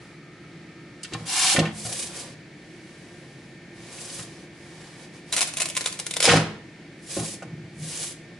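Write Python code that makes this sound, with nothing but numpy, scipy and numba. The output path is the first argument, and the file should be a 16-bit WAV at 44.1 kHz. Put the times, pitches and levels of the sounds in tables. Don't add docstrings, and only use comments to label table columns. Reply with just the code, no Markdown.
import sys
import numpy as np
from scipy import signal
from scipy.fft import rfft, irfft, next_fast_len
from scipy.io import wavfile
from numba import njit

SR = 44100
rng = np.random.default_rng(int(sys.argv[2]) if len(sys.argv) > 2 else 0)


def to_wav(sig):
    pcm = np.clip(np.atleast_2d(sig), -1, 1) * 32767
    pcm = np.round(pcm).astype(np.int16)
    wavfile.write(sys.argv[1], SR, pcm.T)


N = 370191
TIME = np.arange(N) / SR

# frequency in Hz, relative level in dB.
FAN_AIR_SPECTRUM = [(30, -20.5), (80, -15), (125, -4.5), (160, -0.5), (255, -9), (325, -2.5), (390, -11.5),
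                    (780, -20.5), (1080, -27.5), (1500, -22), (2250, -16), (2700, -24), (5000, -29.5),
                    (11000, -41.5)]
# frequency in Hz, level in dB.
FAN_TONES = [(156.1, -58.5), (349.9, -57.5), (1610, -68.5), (1809, -61), (2008, -80), (2250, -66),
             (4226, -76), (4549, -74.5)]
# start, speed-up and slow-down in seconds, relative level in dB.
RUSTLE_STROKES = [(0, .02, 0.14, -52.5), (1.03, .17, .2, -45), (2.05, .13, 0.15, -37.5),
                  (2.58, 0.44, .55, -50.5), (3.76, 0.17, 0.52, -41.5), (4.55, 0.32, 0.065, -45),
                  (4.94, 0.083, 0.048, -43), (5.125, 0.027, 0.053, -46), (5.27, .05, .08, -42.5)]
# frequency in Hz, relative level in dB.
RUSTLE_SPECTRUM = [(300, -3), (700, 1.5), (1200, -5.5), (3000, -5), (5000, -5.5), (11000, -11)]
# start, speed-up and slow-down in seconds, relative level in dB.
BRUSH_STROKES = [(1.775, .19, 0.12, -32.5), (2.135, .055, 0.053, -38), (3.92, 0.26, 0.071, -39),
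                 (7.09, 0.074, .19, -33), (7.825, .18, 0.12, -33)]
# frequency in Hz, relative level in dB.
BRUSH_SPECTRUM = [(290, -10.5), (500, -3), (700, -5.5), (906, -10), (1340, -12), (2240, -4.5), (2690, -4.5),
                  (8720, 1.5), (11000, 0), (14300, -107), (22000, -120)]
# start in seconds, level in dB, centre in Hz, T60 in seconds.
FRAME_CLICKS = [(1.032, -24.5, 5630, .027), (1.046, -29.5, 3000, 0.041), (1.465, -16, 3800, .07),
                (1.59, -14, 3020, 0.041), (3.984, -37, 3100, .04), (4.095, -36, 3900, .07),
                (7.424, -43, 5400, .07), (7.925, -34.5, 3680, 0.057), (7.974, -15.5, 5000, 0.005)]
# start in seconds, thud level in dB, favoured pitch in Hz,
# clack level in dB, clack centre in Hz, clack T60 in seconds.
PLATE_KNOCKS = [(1.122, -32, 304, -37, 2300, .08), (1.135, -28.5, 119, -22, 3400, 0.026),
                (1.146, -44, 1050, -29, 1100, 0.037), (1.205, -31.5, 148, -44, 322, .24),
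                (1.546, -29, 225, -26.5, 450, 0.28), (1.562, -23, 253, -15, 2100, 0.056),
                (1.583, -13.5, 199, -19, 400, 0.12), (1.621, -20, 166, -27.5, 850, 0.25),
                (1.652, -35, 120, -29.5, 1800, 0.16), (1.85, -30, 125, -39, 557, 0.44),
                (4.19, -35, 117, -38.5, 1400, 0.11), (6.243, -34, 490, -22.5, 500, .065),
                (6.273, -17, 483, -16.5, 486, .085), (6.287, -19.5, 160, -12, 1850, .12),
                (6.315, -18, 161, -17.5, 850, .087), (6.335, -16.5, 161, -10, 440, 0.058),
                (6.354, -16.5, 135, -15.5, 355, 0.13), (6.404, -26, 180, -23, 400, 0.13),
                (7.167, -24.5, 265, -24.5, 304, 0.11), (7.187, -24.5, 126, -35, 780, .1),
                (7.216, -30, 210, -37, 750, 0.15), (7.422, -44, 505, -34, 780, 0.072),
                (8.315, -41.5, 157, -46, 400, 0.05)]
# frequency in Hz, relative level in dB, T60 in seconds.
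PLATE_MODES = [(83.3, -17, 0.88), (117.7, -2.5, 0.31), (166, 2, 0.18), (210.3, 2.5, 0.15),
               (269.7, -0.5, 0.15), (328.8, 4, 0.17), (354.6, -2, 0.34), (478, 0.5, 0.24),
               (693, -2.5, 0.58), (812, 1.5, 0.22), (943, -28, .3), (1064, 14.5, 0.12), (1220, -23, .25),
               (1760, -5, .24)]
# frequency in Hz, relative level in dB.
SLIDE_SPECTRUM = [(600, -30), (720, -2.5), (880, -9), (1020, -7.5), (1300, -8.5), (1800, -8), (2800, -3.5),
                  (5000, -4), (8000, -4.5), (11000, -5)]
# centre in Hz, width in Hz, gain in dB.
GAP_RESONANCES = [(786, 35, -0.5), (1180, 170, -9)]
# start in seconds, relative level in dB, relative treble in dB, run in seconds.
BOND_CRACKS = [(5.326, -23.5, 5, 0.018), (5.365, -22, 7.5, 0.027), (5.408, -19, 4, 0.024),
               (5.474, -31.5, 5, 0.015), (5.538, -30.5, 4, 0.0011), (5.57, -28.5, 7.5, 0.016),
               (5.602, -24.5, 9, 0.0096), (5.619, -19.5, 5, 0.0018), (5.657, -28, 8, 0.0027),
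               (5.688, -34, 10, 0), (5.7, -34.5, 10, 0.0067), (5.752, -32, 5, 0),
               (5.767, -22.5, 5.5, 0.008), (5.809, -21, -8, 0.0011), (5.841, -33, 1, 0.0086),
               (5.86, -15.5, -4, 0), (5.871, -26, -2, 0.0062), (5.926, -30.5, 4.5, 0.0021),
               (5.991, -29.5, 4, 0.0019), (5.999, -27.5, 5.5, 0), (6.066, -23, 3.5, 0.00057),
               (6.11, -24.5, 4.5, 0), (6.139, -28.5, 7, 0.00038), (6.167, -18, -0.5, 0.00023),
               (6.204, -16, -2.5, 0.00064), (6.227, -15.5, 2.5, 0), (6.243, -16.5, 0, 0.0016)]
# frequency in Hz, relative level in dB.
CRACK_SPECTRUM = [(200, -21), (330, -9), (600, -6.5), (850, -6.5), (1050, -4.5), (1350, -6.5), (2500, 0.5),
                  (3200, -2), (5500, -2.5), (9800, 0), (11000, -2.5)]
# time in seconds, resonance in Hz.
AIR_POCKET = [(5.65, 683), (5.76, 478)]
# start in seconds, length in seconds, level in dB.
PLATE_SHUDDERS = [(7.427, 0.23, -40.5), (7.764, 0.067, -36.5)]
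# frequency in Hz, T60 in seconds.
ROOM_DECAY = [(100, 0.57), (500, 0.54), (2000, 0.49), (5000, 0.42), (11000, 0.27)]


def undb(db):
    return 10 ** (np.asarray(db) / 20)


def unit(x):
    return x / np.sqrt(np.mean(x ** 2))


def along(points, hz):
    points_hz, values = np.transpose(points)
    return np.interp(np.log(hz + 1e-9), np.log(points_hz), values)


def fade(t, t60_s):
    return np.exp(-np.log(1000) * t / t60_s)


def since(start_s):
    return np.maximum(TIME - start_s, 0)


def envelope(start_s, length_s, attack_s, t60_s):
    return (1 - np.exp(-since(start_s) / attack_s)) * fade(since(start_s + length_s), t60_s)


def add(track, start_s, sound):
    start = int(start_s * SR)
    track[..., start:start + sound.shape[-1]] += sound[..., :N - start]


def convolve(x, response):
    return signal.oaconvolve(x, response)[:len(x)]


def colour(x, spectrum, size=8192):
    cepstrum = irfft(np.log(undb(along(spectrum, np.fft.rfftfreq(size, 1 / SR)))))
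    cepstrum[1:size // 2] *= 2
    cepstrum[size // 2 + 1:] = 0
    response = irfft(np.exp(rfft(cepstrum)))
    return convolve(x, response / np.linalg.norm(response))


@njit
def svf(x, hz, width_hz):
    y, band_state, low_state = np.empty(len(x)), 0., 0.
    for i in range(len(x)):
        g = np.tan(np.pi * min(hz[i], .45 * SR) / SR)
        damping = width_hz[i] / hz[i]
        passed = (band_state + g * (x[i] - low_state)) / (1 + g * (g + damping))
        band_state = 2 * passed - band_state
        low_state += 2 * g * passed
        y[i] = damping * passed
    return y


def band(x, hz, width_hz):
    return svf(x, hz * np.ones(len(x)), width_hz * np.ones(len(x)))


def walk(rate_hz):
    points = rng.standard_normal(N // 20)
    return np.interp(TIME * rate_hz, np.arange(len(points)), points)


def grains(per_s, spread_db):
    slips = (rng.random(N) < per_s / SR) * rng.choice([-1, 1], N)
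    return unit(slips * undb(spread_db * np.clip(rng.standard_normal(N), -2, 2)))


def spread(pair, apart_hz):
    size = len(pair[0])
    padded = next_fast_len(size)
    mid, side = rfft(np.array(pair), padded)
    coherence = 1 / (1 + (np.fft.rfftfreq(padded, 1 / SR) / apart_hz) ** 1.53)
    mid, side = mid * np.sqrt((1 + coherence) / 2), side * np.sqrt((1 - coherence) / 2)
    return irfft([mid + side, mid - side], padded)[:, :size]


def diffuse(size, apart_hz):
    return spread(rng.standard_normal((2, size)), apart_hz)


def space(x, chamber_db, room_db):
    t = np.arange(SR // 2) / SR
    chamber = diffuse(len(t), apart_hz=2950) * fade(t, t60_s=0.044) * (t > .0012)
    hz, frame_s, cells = signal.stft(diffuse(len(t), apart_hz=1260), SR)
    cells *= fade(frame_s, along(ROOM_DECAY, hz)[:, None])
    room = signal.istft(cells, SR)[1][:, :len(t)] * (t > .006)
    echoes = (undb(chamber_db) * unit(chamber) + undb(room_db) * unit(room)) / np.sqrt(len(t))
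    wet = [convolve(side, echo) for side, echo in zip(np.broadcast_to(x, (2, N)), echoes)]
    return (x + np.array(wet)) / np.sqrt(1 + undb(chamber_db) ** 2 + undb(room_db) ** 2)


def fans(air_db=-45.5, slot_db=-61, slot_hz=1277, slot_width_hz=170, drawn_out_s=1.25):
    air = unit(np.array([colour(side, FAN_AIR_SPECTRUM) for side in diffuse(N, apart_hz=3460)]))
    slot = band(band(rng.standard_normal(N), slot_hz, slot_width_hz), slot_hz, slot_width_hz)
    slot = unit(slot) * fade(since(drawn_out_s), t60_s=1.3)
    rotor_s = np.cumsum(1 + .0004 * walk(3)) / SR
    tones = sum(undb(db + 1.6 * walk(5)) * np.sqrt(2) * np.sin(2 * np.pi * hz * rotor_s)
                for hz, db in FAN_TONES)
    return undb(air_db + .5 * walk(3.5)) * air + undb(slot_db) * slot + tones


def strokes(rows, arch_db=8, lead_s=0.22, t60_s=0.097):
    gain = np.zeros(N)
    for start_s, rise_s, fall_s, db in rows:
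        slack = np.interp(TIME - start_s, [0, rise_s, rise_s + fall_s], [-1, 0, 1]) ** 2
        lead_in = fade(np.maximum(start_s - TIME, 0), lead_s)
        tail = fade(since(start_s + rise_s + fall_s), t60_s)
        gain += undb(db - arch_db * slack) * lead_in * tail
    return gain


def sleeve(brush_db=1, rustle_db=-3, left_db=-0.3, right_db=0.3):
    catch = undb(2.4 * walk(70))
    brush = [colour(grains(per_s=7000, spread_db=2.5) * catch, BRUSH_SPECTRUM) for _ in range(2)]
    rustle = [colour(grains(per_s=5000, spread_db=1), RUSTLE_SPECTRUM) for _ in range(2)]
    cloth = undb(brush_db) * unit(spread(brush, apart_hz=7100)) * strokes(BRUSH_STROKES)
    cloth += undb(rustle_db) * unit(spread(rustle, apart_hz=5000)) * strokes(RUSTLE_STROKES)
    return space(cloth, chamber_db=-6, room_db=-9.5) * undb([[left_db], [right_db]])


def clack(t, hz, t60_s):
    burst = rng.standard_normal(len(t)) * fade(t, t60_s) * np.sqrt(SR / (2 * hz))
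    return band(band(burst, hz, width_hz=hz), hz, width_hz=2 * hz)


def thud(t, favoured_hz, width_octaves=0.44, detune=0.0059):
    ring = np.zeros(len(t))
    for hz, db, t60_s in PLATE_MODES:
        gain = undb(db) / (1 + (np.log2(hz / favoured_hz) / width_octaves) ** 2)
        detuned_hz = hz * (1 + detune * rng.standard_normal())
        ring += gain * np.sin(2 * np.pi * detuned_hz * t) * fade(t, t60_s)
    return ring * (1 - fade(t, t60_s=0.016))


def knocking():
    t = np.arange(SR // 2) / SR
    plate, frame = np.zeros(N), np.zeros(N)
    for start_s, thud_db, favoured_hz, clack_db, clack_hz, clack_t60_s in PLATE_KNOCKS:
        add(plate, start_s, undb(thud_db) * thud(t, favoured_hz))
        add(frame, start_s, undb(clack_db) * clack(t, clack_hz, clack_t60_s))
    for start_s, db, hz, t60_s in FRAME_CLICKS:
        add(frame, start_s, undb(db) * clack(t, hz, t60_s))
    return (space(plate + shudder(), chamber_db=-16, room_db=-10.5)
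            + space(frame, chamber_db=2.5, room_db=-7.5))


def sliding(level_db=-14.5):
    sides = []
    for _ in range(2):
        rasp = grains(per_s=12000, spread_db=4) * undb(walk(120))
        gap = sum(undb(db) * band(rasp, hz, width_hz) for hz, width_hz, db in GAP_RESONANCES)
        sides.append(colour(rasp, SLIDE_SPECTRUM) + gap)
    speed = envelope(start_s=1.2506, length_s=0.28, attack_s=0.14, t60_s=0.22)
    slide = undb(level_db) * speed * unit(spread(sides, apart_hz=6000))
    return space(slide, chamber_db=-6, room_db=-15.5)


def crackle(attack_s=0.0009, run_db=3, run_t60_s=0.045, settle_db=-18, settle_t60_s=0.52):
    t = np.arange(SR // 2) / SR
    power = np.zeros(N)
    for start_s, db, _, run_s in BOND_CRACKS:
        growth = 1 - np.exp(-np.minimum(t, run_s) / attack_s)
        running = undb(db + run_db) * growth * fade(np.maximum(t - run_s, 0), run_t60_s)
        settling = undb(db + settle_db) * fade(t, settle_t60_s)
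        add(power, start_s, running ** 2 + settling ** 2)
    return spread([grains(per_s=1100, spread_db=5.5) for _ in range(2)], apart_hz=6030) * np.sqrt(power)


def air_pocket(x, gain_db, width_hz):
    return undb(gain_db) * band(x, np.interp(TIME, *np.transpose(AIR_POCKET)), width_hz)


def cracking(snap_db=20, treble_trim_db=-1, split_hz=5000, shell_db=-16, rib_db=1, edge_db=-12.5):
    t = np.arange(SR // 20) / SR
    track = crackle()
    for start_s, db, treble_db, _ in BOND_CRACKS:
        snap = (t == 0) + undb(shell_db) * diffuse(len(t), apart_hz=5030) * fade(t, t60_s=0.021)
        rib_hz = 3300 * 2 ** rng.uniform(-0.58, 0.59)
        snap = np.array([side + undb(rib_db) * band(side, rib_hz, width_hz=350) for side in snap])
        dull = signal.lfilter(*signal.butter(1, split_hz, fs=SR), snap)
        crack = undb(db + snap_db) * (dull + undb(treble_db + treble_trim_db) * (snap - dull))
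        add(track, start_s, crack)
        add(track, start_s - rng.uniform(0.00061, 0.0056), undb(edge_db) * crack)
    left, right = (colour(side + air_pocket(side, gain_db=4, width_hz=60), CRACK_SPECTRUM)
                   for side in track)
    return space(np.array([left, np.roll(right, 1)]), chamber_db=-4, room_db=-8)


def tearing(start_s=6.214, level_db=-14, sag_db_per_s=46, from_hz=9300, to_hz=1100, glide_s=0.034):
    hz = to_hz + (from_hz - to_hz) * np.exp(-since(start_s) / glide_s)
    width_hz = 1.8 * hz
    force = undb(level_db - sag_db_per_s * since(start_s))
    force *= envelope(start_s, length_s=.16, attack_s=0.016, t60_s=0.16)
    jerks = undb(3.5 * walk(220))
    rips = []
    for _ in range(2):
        snaps = unit(grains(per_s=5000, spread_db=2.5) * jerks)
        rips.append(band(snaps, hz, width_hz) + air_pocket(snaps, gain_db=-4, width_hz=65))
    equal_power = np.sqrt(1 + SR / (np.pi * width_hz))
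    return space(spread(rips, apart_hz=8000) * equal_power * force, chamber_db=-3, room_db=-5.5)


def shudder():
    shaking = sum(undb(db) * envelope(start_s, length_s, attack_s=0.0088, t60_s=.35)
                  for start_s, length_s, db in PLATE_SHUDDERS)
    rumble = band(rng.standard_normal(N), hz=158, width_hz=36)
    return unit(band(rumble, hz=120, width_hz=106)) * shaking


def scene():
    return sliding() + knocking() + cracking() + tearing() + sleeve() + fans()


def record(dry, low_hz=45.4, top_hz=11000):
    thin = signal.sosfilt(signal.butter(2, low_hz, "high", fs=SR, output="sos"), dry)
    return signal.sosfilt(signal.ellip(10, .2, 70, top_hz, fs=SR, output="sos"), thin)


dry = scene()
out = record(dry)
to_wav(out)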